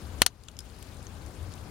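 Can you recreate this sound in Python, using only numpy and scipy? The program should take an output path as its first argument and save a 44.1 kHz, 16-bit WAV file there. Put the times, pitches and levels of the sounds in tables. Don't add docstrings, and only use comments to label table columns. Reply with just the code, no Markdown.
import sys
import numpy as np
from scipy import signal
from scipy.io import wavfile
from scipy.ndimage import uniform_filter1d, minimum_filter1d

SR = 44100
rng = np.random.default_rng(int(sys.argv[2]) if len(sys.argv) > 2 else 0)


def volts_from_db(level):
    exponent = np.asarray(level, float) / 20
    return 10 ** exponent


def master_out(mix):
    frames = np.transpose(np.atleast_2d(mix))
    ceiling = np.clip(frames, -1, 1)
    pcm = np.round(ceiling * 32767).astype(np.int16)
    wavfile.write(sys.argv[1], SR, pcm)


N = 74970

# [f/Hz, left over right/dB]
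LEAN = [(60, 10.5), (240, 8), (950, 8.0), (3770, 8.5), (15000, 10)]


def bangs():
    bang_times = [.21778, .26293]
    # [level/dB, colour f/Hz, push level/dB]
    loud_pops = [
        (5, 2100, -13),
        (6, 5400, -53),
    ]
    push_ms, rebound_ms, rebound_db = 0.94, 0.5, 0
    ms = np.arange(200) / SR * 1000
    suck = np.sqrt(np.sin(np.pi * np.clip(ms / push_ms, 0, 1)).clip(0))
    rebound = volts_from_db(rebound_db) * np.sin(np.pi * np.clip((ms - push_ms) / rebound_ms, 0, 1))
    crack, push = 0, 0
    for s, (db, hz, push_db) in zip(bang_times, loud_pops):
        burst = click(s, db)
        crack = crack + 1.43 * burst + resonate(burst, hz, hz)
        push = push + click(s, db + push_db)
    push = np.convolve(push, rebound - suck)[:N]
    return through_oven(crack, 0.98) + push * right_gain(-LEAN[0][1])


def pops():
    # [t/s, level/dB, colour f/Hz, sharpness Q]
    small_pops = [(.015, -53, 10000, 2.5), (.067, -37, 10500, 1.2), (.174, -44, 10500, 3),
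                  (.186, -43, 6440, 8), (.186, -40, 8700, 9.9), (.4355, -30, 4500, 1.5),
                  (.4356, -28.5, 9000, 1.1), (.45, -40, 8040, 2.8), (.4838, -18.5, 3180, 3.1),
                  (.484, -19.5, 6900, 5.2), (.4842, -26, 1350, 3.3), (.4945, -44, 10000, 1.5),
                  (.5147, -39, 4200, 4), (.5148, -34, 10000, 1.2), (.5665, -30, 5200, 5.7),
                  (.5667, -29, 6600, 5.6), (.5663, -35, 3080, 4), (.589, -16.5, 10500, 1.1),
                  (.5888, -14, 5140, 13), (.5888, -17, 7100, 14), (.589, -24.5, 3400, 6),
                  (.5895, -30, 4850, 53), (.604, -24, 7500, 1.5), (.6042, -26, 5120, 28),
                  (.6655, -38, 4500, 1.3), (.6983, -34.5, 3850, 2.7), (.7635, -36, 6000, 1.3),
                  (.784, -35, 4800, 3), (.7876, -32, 10700, 13), (.8255, -24.5, 7900, 0.72),
                  (.8255, -30.5, 2660, 2.6), (.8275, -38, 3750, 18), (.869, -37, 5500, 1.6),
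                  (.944, -37, 8700, 4), (.968, -34, 6500, 1.8), (1.027, -33, 7000, 0.8),
                  (1.067, -26.5, 6270, 8.8), (1.067, -36, 3570, 1.6), (1.183, -41, 9000, 1.2),
                  (1.262, -37, 5400, 2.9), (1.262, -35, 10000, 1.4), (1.287, -42, 9500, 3),
                  (1.428, -35, 11000, 1.1), (1.518, -35, 3920, 1.5), (1.5245, -36.5, 4970, 0.9),
                  (1.5373, -30, 5440, 1.1), (1.553, -36, 14300, 8), (1.5785, -40, 3000, 2.7)]
    place_count, place_spread, broad_db = 6, 0.19, -8
    places = [oven(1 + place_spread * u) for u in rng.uniform(-0.99, 1, place_count)]
    out = np.zeros((2, N))
    for k, (s, db, hz, q) in enumerate(small_pops):
        impulse = click(0, 0)[:SR // 20]
        width_hz = 1.5 * hz / q
        ring = resonate(resonate(impulse, hz, width_hz), hz, width_hz)
        burst = np.sqrt(q) * 3 * ring + volts_from_db(broad_db) * impulse
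        burst = burst * volts_from_db(db) / np.sqrt(np.sum(burst ** 2))
        heard = signal.fftconvolve(burst[None], places[k % place_count], axes=1)
        start = int(s * SR)
        out[:, start:start + heard.shape[1]] += heard[:, :N - start]
    return band(out + through_oven(ticks(), 1), 992, 18000)


def ticks():
    per_s, floor_db, spread_db = 150, -57, 2.5
    born = rng.random(N) < per_s / SR
    return born * volts_from_db(floor_db + spread_db * rng.exponential(1, N)) * rng.choice([-1, 1], N)


def through_oven(x, stretch):
    return signal.fftconvolve(x[None], oven(stretch), axes=1)[:, :N]


def oven(stretch):
    # [delay t/ms, level/dB, polarity, right over left/dB]
    arrivals = [(0, -18, -1, 0), (.27, -17, -1, 0), (.6, -16, -1, 0), (.83, 0, 1, 2), (1.02, -4, 1, 0),
                (1.12, -8, 1, 3), (1.23, -5, 1, -4), (1.45, -9, 1, 2), (1.54, -10, 1, -3),
                (1.61, -6, -1, -9), (1.79, -11, 1, 6), (1.84, -4, -1, -6), (2.02, -11, 1, -6),
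                (2.18, -7, 1, -6), (2.34, -9, -1, -2), (2.75, -3, -1, -9), (2.97, -9, 1, -1),
                (3.11, -11, 1, -9), (3.65, -13, 1, -6)]
    # [f/Hz, T60 t/s]
    brick_t60 = [(300, 0.085), (1500, 0.056), (5000, 0.061), (9000, 0.037), (14000, 0.0213)]
    # [f/Hz, width f/Hz, level/dB]
    cavity_modes = [(440, 33, -7), (734, 37, 5.5), (954, 40, -3.5), (1460, 350, 7), (3010, 920, 0.5),
                    (4280, 2200, -8), (6080, 660, -2), (9870, 2600, -2.5)]
    dome_start_ms, dome_hold_ms, dome_db, dome_t60_s = .8, 2.2, -27, 0.014
    tail_db, tail_alike = -20, .7
    right_leads_s, pop_lean_db = 4e-5, 8.5
    t = np.arange(SR // 8) / SR
    noise = rng.standard_normal((2, 2, SR // 8))
    noise[:, 1] = tail_alike * noise[:, 0] + np.sqrt(1 - tail_alike ** 2) * noise[:, 1]
    since = t - dome_start_ms / 1000
    fading = np.maximum(since - dome_hold_ms / 1000, 0)
    out = volts_from_db(dome_db - 60 * fading / dome_t60_s) * band(noise[0], 300, 12000)
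    for hz in 180 * 2 ** np.arange(0, 6.6, .5):
        decay = volts_from_db(tail_db - 60 * t / at_hz(brick_t60, hz))
        out += decay * band(noise[1], hz / 2 ** .25, hz * 2 ** .25)
    out *= since > 0
    side_t = t - np.array([[right_leads_s], [0]])
    for ms, db, sign, right_db in arrivals:
        out += sign * right_gain(right_db) * volts_from_db(db) * np.sinc((side_t - ms * stretch / 1000) * SR - 2)
    out = out + sum(volts_from_db(db) * resonate(out, hz, width) for hz, width, db in cavity_modes)
    out = signal.sosfilt(signal.butter(1, [636, 15300], "band", fs=SR, output="sos"), out)
    return out * right_gain(-pop_lean_db)


def draught():
    # [t/s, level/dB]
    flare = [(0.0, -65), (0.036, -43), (0.126, -45.5), (0.216, -41), (0.264, -42.5), (0.378, -46),
             (0.415, -37), (0.444, -48.5), (0.6, -41.5), (0.628, -46.5), (1.282, -42.5), (1.32, -50.5),
             (1.42, -37), (1.452, -42), (1.482, -37.5), (1.552, -54), (1.576, -42.5), (1.7, -51)]
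    mouth_hz, width_hz, evenness, level_db = 72, 50, .6, 4.5
    hum = resonate(resonate(rng.standard_normal(N + SR), mouth_hz, width_hz), mouth_hz, width_hz)
    power = uniform_filter1d(hum ** 2, size=SR // 40)
    hum = band(hum / power ** (evenness / 2), 40, 110)[SR:]
    flare_db = np.interp(np.arange(N) / SR, *np.transpose(flare))
    return volts_from_db(level_db + flare_db) * rms_one(hum) * right_gain(-LEAN[0][1])


def roar():
    # [f/Hz, density level/dB per Hz]
    roar_spectrum = [(22, -22), (45, -9.5), (70, -11.5), (90, -12.5), (115, -11.5), (250, -17.5),
                     (600, -24), (1500, -29.5)]
    return volts_from_db(-45.5) * flame_noise(roar_spectrum, 0.5, 20 * 2 ** np.arange(0, 6.4, 1 / 3))


def hiss():
    # [f/Hz, density level/dB per Hz]
    hiss_spectrum = [(880, -31), (1500, -6), (2020, -3), (4690, -5), (5830, -6), (7030, -7.5), (9950, -9.5),
                     (16000, -20)]
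    return volts_from_db(-55.5) * flame_noise(hiss_spectrum, 1.9, 20 * 2 ** np.arange(19 / 3, 10.1, 1 / 3))


def flame_noise(spectrum, patchy_db, edges):
    # [f/Hz, likeness 0-1]
    likeness = [(60, 0.92), (180, 0.85), (550, 0.3), (1650, 0.07), (4970, 0.057), (15000, 0.031)]
    together = drift(2.16)
    white = rng.standard_normal((2, 2, N + SR))
    out = 0
    for k, (low, high) in enumerate(zip(edges, edges[1:])):
        left, other = band(white[k % 2], low, high)[:, SR:]
        hz = np.sqrt(low * high)
        alike = np.sqrt(np.clip(at_hz(likeness, hz), 0, 1))
        right = volts_from_db(-at_hz(LEAN, hz)) * (alike * left + np.sqrt(1 - alike ** 2) * other)
        gain = volts_from_db(at_hz(spectrum, hz) + patchy_db * (0.5 * together + drift(43)))
        out = out + gain * np.array([left, right])
    return out / np.std(out.mean(axis=0))


def drift(rate_hz):
    r = np.exp(-80 * np.pi * rate_hz / SR)
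    slow = signal.lfilter([1], [1, -2 * r, r * r], rng.standard_normal(N // 40 + 2002))[2000:]
    return np.interp(np.arange(N) / 40, np.arange(len(slow)), rms_one(slow))


def click(s, db):
    x = np.full(N, 1e-18)
    x[int(s * SR)] = volts_from_db(db)
    return x


def resonate(x, hz, width_hz):
    r = np.exp(-np.pi * width_hz / SR)
    poles = [1, -2 * r * np.cos(2 * np.pi * hz / SR), r * r]
    return signal.lfilter([(1 - r * r) / 2, 0, (r * r - 1) / 2], poles, x)


def band(x, low_hz, high_hz):
    return signal.sosfilt(signal.butter(2, [low_hz, high_hz], "band", fs=SR, output="sos"), x)


def right_gain(db):
    return volts_from_db(np.array([[0], [db]]))


def rms_one(x):
    return x / np.sqrt(np.mean(x ** 2) + 1e-20)


def at_hz(points, hz):
    table_hz, values = np.transpose(points)
    return np.interp(np.log(hz), np.log(table_hz), values)


def scene():
    return bangs() + pops() + draught() + roar() + hiss()


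def low_pass(x):
    return signal.sosfilt(signal.butter(12, 16220, fs=SR, output="sos"), x)


def record(dry):
    # [f/Hz, width f/Hz, depth level/dB]
    housing_notches = [(5900, 480, -3), (7870, 144, -24.5)]
    threshold_db, slope = -17, 0.42
    attack_s, hold_s, release_s = 0.026, 0.11, 0.43
    x, t = dry, np.arange(N) / SR
    for hz, width, db in housing_notches:
        x = x - (1 - volts_from_db(db)) * resonate(x, hz, width)
    peak_db = 20 * np.log10(np.abs(x).max(axis=0) + 1e-9)
    over = np.maximum(peak_db - threshold_db, 1e-3) * slope
    hold = int(hold_s * SR)
    held = -minimum_filter1d(-over, hold, origin=(hold - 1) // 2)
    cut = np.exp(np.maximum.accumulate(np.log(held) + t / release_s) - t / release_s)
    r = np.exp(-1 / (attack_s * SR))
    smooth_cut = signal.lfilter([1 - r], [1, -r], cut)
    x = np.clip(x * volts_from_db(-smooth_cut), -1, 1)
    x = signal.sosfilt(signal.cheby2(18, 30, 16220, fs=SR, output="sos"), x)
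    return low_pass(x)


dry = scene()
out = record(dry)
master_out(out)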